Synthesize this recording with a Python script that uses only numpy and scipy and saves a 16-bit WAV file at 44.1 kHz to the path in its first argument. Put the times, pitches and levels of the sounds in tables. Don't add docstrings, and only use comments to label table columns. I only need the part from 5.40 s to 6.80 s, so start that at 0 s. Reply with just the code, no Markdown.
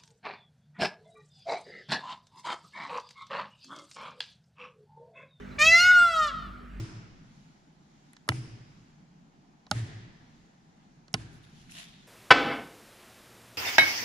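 import sys
import numpy as np
from scipy import signal
from scipy.fft import rfft, irfft
from scipy.io import wavfile
from scipy.ndimage import uniform_filter1d

SR = 44100
rng = np.random.default_rng(int(sys.argv[2]) if len(sys.argv) > 2 else 0)


def natural_amplitude(level_db):
    exponent = np.asarray(level_db, float) / 20
    return 10 ** exponent


def transcribe(u):
    v = np.clip(np.atleast_2d(u).T, -1, 1)
    q = np.round(v * 32767).astype(np.int16)
    wavfile.write(sys.argv[1], SR, q)


N = 61739
T = np.arange(N) / SR


def evened(x):
    return x / np.sqrt(np.mean(x ** 2) + 1e-20)


def drift(size):
    return evened(uniform_filter1d(rng.standard_normal(N), size))


def read(points, hz):
    f, value = np.transpose(points)
    return np.interp(np.log(hz + 1), np.log(f + 1), value)


def curve(table, column, size=441):
    rows = np.array(table)
    return uniform_filter1d(np.interp(T, rows[:, 0], rows[:, column]), size)


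def peak(hz, centre, width):
    return 1 / (1 + ((hz ** 2 - centre ** 2) / (hz * width)) ** 2)


def peacock():
    # time_s, pitch_hz
    pitch_track = [(.182, 582), (.274, 652.5), (.36, 685.3), (.448, 725.4), (.51, 729.1), (.662, 688.3),
                   (.824, 617), (.874, 593), (.925, 530)]
    # time_s, effort_db, throat_hz, upper_partials_db
    effort_track = [(.183, -42, 2300, -10), (.212, -29.5, 2240, -9.5), (.28, -20.5, 2587, -15),
                    (.325, -19, 2080, -17), (.40, -18.5, 1800, -12.5), (.51, -14.5, 1502, -25),
                    (.64, -13.5, 1365, -28), (.8, -20.5, 1215, -21.5), (.905, -37.5, 1100, -9)]
    # time_s, low_dip_hz, low_depth_db, high_dip_hz, high_depth_db
    dips = [(.2, 3050, -6.5, 8500, 7.5), (.27, 3030, 4.5, 8500, -11), (.33, 3520, -20, 7500, -2.5),
            (.45, 3700, -15.5, 7800, -12), (.5, 3760, -24, 7700, 0), (.54, 2150, -29, 6700, -11.5),
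            (.63, 2130, -18, 6900, -16.5), (.78, 2420, -19, 6650, 0), (.9, 2200, -11.5, 6400, -5)]
    # time_s, second_hz, second_db, third_hz, third_db
    upper_modes = [(.2, 3900, -3.5, 6700, 6), (.27, 3210, 0, 6700, 7), (.33, 4050, 7, 5900, 6.5),
                   (.43, 4160, 7.5, 5580, 2.5), (.52, 2730, 6, 5200, -1), (.6, 2640, 7.5, 8100, 20.5),
                   (.73, 3390, 5.5, 8050, 5.5), (.9, 3670, 1, 7200, 2.5)]
    # frequency_hz, level_db
    sheen = [(500, -2), (2000, 8.5), (4000, 1), (7000, -8.5), (9000, -13), (12000, -24.5), (16000, -23.5)]
    throat_width_hz, upper_width_hz, dip_width_hz = 620, 510, 354
    start_s, stop_s, voice_end_s = effort_track[0][0], effort_track[-1][0], pitch_track[-1][0]

    hz = curve(pitch_track, column=1, size=1500) * (1 + 0.0014 * drift(600))
    effort = curve(effort_track, column=1)
    throat = curve(effort_track, column=2, size=1200)
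    bright = natural_amplitude(curve(effort_track, column=3))
    low, low_db, high, high_db = (curve(dips, column=k) for k in range(1, 5))
    second, second_db, third, third_db = (curve(upper_modes, column=k) for k in range(1, 5))

    shake = 0.014 * np.exp(-abs(T - start_s) / 0.053) * drift(70)
    turns = np.cumsum(hz * (1 + shake)) / SR

    leak_db = -34.5 + 0.69 * (effort + 17.5)
    out = natural_amplitude(leak_db - effort) * np.cos(2 * np.pi * turns)
    for k in range(2, 28):
        f = k * hz
        upper_db = read(sheen, f)
        upper_db += low_db * peak(f, low, dip_width_hz) + high_db * peak(f, high, 2 * dip_width_hz)
        upper_db += second_db * peak(f, second, upper_width_hz)
        upper_db += third_db * peak(f, third, 2 * upper_width_hz)
        opening = np.clip((T - start_s - k * 0.00037) / 0.0027, 0, 1)
        closing = np.clip((voice_end_s - k * 0.0016 - T) / 0.03, 0, 1)
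        upper = natural_amplitude(upper_db) * opening * closing
        lag = 2 * np.arctan2(f * throat_width_hz, throat ** 2 - f ** 2) + 0.038 * min(k, 9) ** 2
        level = peak(f, throat, throat_width_hz) ** 2.02 + bright * upper
        out += level * np.cos(2 * np.pi * k * turns - lag)

    breath = natural_amplitude(-40.5) * 3 * uniform_filter1d(rng.standard_normal(N), 9)
    attack = np.clip((T - start_s) / 0.0011, 0, 1)
    release = np.clip(1 + (stop_s - T) / 0.041, 0, 1) ** 2
    return np.sqrt(2) * natural_amplitude(effort) * attack * release * out * (1 + breath)


def yard_tail():
    # frequency_hz, t60_s
    decay = [(500, 1), (1300, 0.98), (2500, 0.83), (5000, 0.69), (10000, 0.21)]
    taps = np.zeros((2, SR))
    at = np.arange(0, SR - 20, 20) + rng.integers(0, 20, (2, (SR - 1) // 20))
    np.put_along_axis(taps, at, rng.choice([-1., 1.], at.shape), 1)
    f, t, z = signal.stft(taps, SR, nperseg=256)
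    z = z * natural_amplitude(-60 * t / read(decay, f)[:, None])
    wide = np.clip(1.3 - f / 2500, .1, 1)[:, None]
    z = np.array([z[0] + wide * z[1], z[0] - wide * z[1]])
    tail = signal.istft(z, SR, nperseg=256)[1]
    return tail / np.linalg.norm(tail[0])


def outdoors(x):
    # left_ms, right_ms, level_db
    bounces = [
        (4.904, 4.93, -3),
        (2.19, 2.3, -29.5),
        (30.04, 34.2, -28.5),
    ]
    # delay_s, level_db, left_minus_right_db
    walls = [
        (.1886, -16.5, 2),
        (.1637, -29, -6),
        (.136, -26, 0),
    ]
    # frequency_hz, level_db
    wall_colour = [(600, -30.5), (1270, -1.5), (2200, -6.5), (3200, -0.5), (4500, -5), (6000, -16),
                   (9000, -25)]
    # frequency_hz, lead_rad
    left_lead = [(430, .9), (700, .3), (1460, .1), (3000, .2), (3600, 0), (7450, 0), (7700, -1.24),
                 (16000, -13.37)]
    # frequency_hz, share
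    width_kept = [(3000, 1), (3700, .1), (7300, .1), (7800, 1)]
    # frequency_hz, level_db
    tail_colour = [(600, -3.5), (1000, 1.5), (1300, -2), (1700, -3), (3000, -1), (8000, 3.5)]

    size = 1 << 17
    hz = np.fft.rfftfreq(size, 1 / SR)
    side = np.array([[1], [-1]])
    path = np.ones((2, len(hz)), complex)
    dull = np.exp(1j * 0.52 / (1 + (hz / 1000) ** 6)) / (1 + (hz / 9500) ** 4)
    for left, right, db in bounces:
        delay_s = np.array([[left], [right]]) / 1000
        path += natural_amplitude(db) * dull * np.exp(-2j * np.pi * hz * delay_s)
    for s, db, pan_db in walls:
        path += natural_amplitude(db + side * pan_db / 2 + read(wall_colour, hz)) * np.exp(-2j * np.pi * hz * s)

    path = path.mean(0) + side * read(width_kept, hz) * (path[0] - path[1]) / 2
    lead = np.interp(hz, *np.transpose(left_lead))
    path *= np.exp(.5j * side * (lead + 0.5 * np.sin(lead) * (hz > 7000)))

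    tail_gap = np.exp(-2j * np.pi * hz * .012)
    path += natural_amplitude(-16 + read(tail_colour, hz)) * rfft(yard_tail(), size) * tail_gap
    return irfft(rfft(x, size) * path * (hz < 15900), size)[:, :N]


def songbird():
    u = np.clip((T - .112) / 0.041, 0, 1)
    hz = 3780 + 215 * np.sin(np.pi * u ** .6)
    return natural_amplitude(-61) * np.sin(np.pi * u ** 0.55) * np.sin(2 * np.pi * np.cumsum(hz) / SR)


def hum():
    # order, level_db
    orders = [(1, -48), (3, -57.5), (4, -55), (5, -57.5), (6, -68), (7.3, -68), (8.3, -68.5)]
    # time_s, level_db
    throb = [(0, -8.5), (.3, -6), (.55, -6.5), (.8, 3.5), (1.0, 0), (1.1, 6), (1.2, -4), (1.3, 2),
             (1.38, 10)]
    out = np.zeros((2, N))
    turns = np.cumsum(49.03 + 0.52 * drift(8000)) / SR
    for order, db in orders:
        slow = uniform_filter1d(uniform_filter1d(rng.standard_normal(N), 2500), 2500)
        waver_db = 4 * evened(slow)
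        pan_db = np.array([[-1], [1]])
        if order <= 1.5:
            waver_db, pan_db = curve(throb, column=1, size=1500), 0
        phase = 2 * np.pi * (order * turns + rng.random()) + np.array([[0], [order * 0.16]])
        out += np.sqrt(2) * natural_amplitude(db + waver_db + pan_db) * np.cos(phase)
    return out


def noise(spectrum, patchy_db, size):
    # frequency_hz, likeness
    likeness = [(60, 0.9), (180, 0.93), (550, -0.11), (1650, 0.41), (4970, 0.93), (15000, -0.27)]
    frames, hz = N * 4 // size + 5, np.fft.rfftfreq(size, 1 / SR)
    a, b, c, d, patches = rng.standard_normal((frames, len(hz), 5)).T
    patches = evened(uniform_filter1d(uniform_filter1d(patches, 10, 0), 12, 1))
    same = np.clip(read(likeness, hz), -1, 1)[:, None]
    left, other = a + 1j * b, c + 1j * d
    right = same * left + np.sqrt(1 - same ** 2) * other
    z = np.array([left * natural_amplitude(-2 * (hz[:, None] > 110)), right])
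    z *= natural_amplitude(read(spectrum, hz)[:, None] + patchy_db * patches)
    return evened(signal.istft(z, nperseg=size, noverlap=size * 3 // 4)[1][:, :N])


def wind():
    # frequency_hz, level_db per Hz
    rumble = [(25, -47.5), (35, -23), (46, -14), (75, 5), (100, -3), (200, -7), (300, -10), (500, -47.5)]
    # time_s, level_db
    gusts = [(0, -56.5), (.27, -47.5), (.4, -50.5), (.62, -48.5), (.9, -48), (1.06, -45.5), (1.2, -50.5),
             (1.4, -50)]
    return natural_amplitude(curve(gusts, column=1)) * noise(rumble, patchy_db=2.5, size=4096)


def air():
    # frequency_hz, level_db per Hz
    hiss = [(200, -25), (300, -7.5), (1000, -14.5), (1400, -9.5), (3100, -21.5), (5000, -32), (9000, -41.5),
            (12500, -85)]
    return natural_amplitude(-54) * noise(hiss, patchy_db=2.5, size=1024)


def scene():
    return outdoors(peacock()) + songbird() + hum() + wind() + air()


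def top_cut(x):
    return signal.sosfilt(signal.butter(12, 16790, fs=SR, output="sos"), x)


def record(dry):
    # time_s, gain_db
    gain_track = [(.2, 3.5), (.35, -2.5), (.518, -2.5), (.5195, -5.5), (.7, -8.5), (1.0, -1.5), (1.4, -2)]
    mix = dry * natural_amplitude(curve(gain_track, column=1, size=9))
    return top_cut(mix)


dry = scene()
out = record(dry)
transcribe(out)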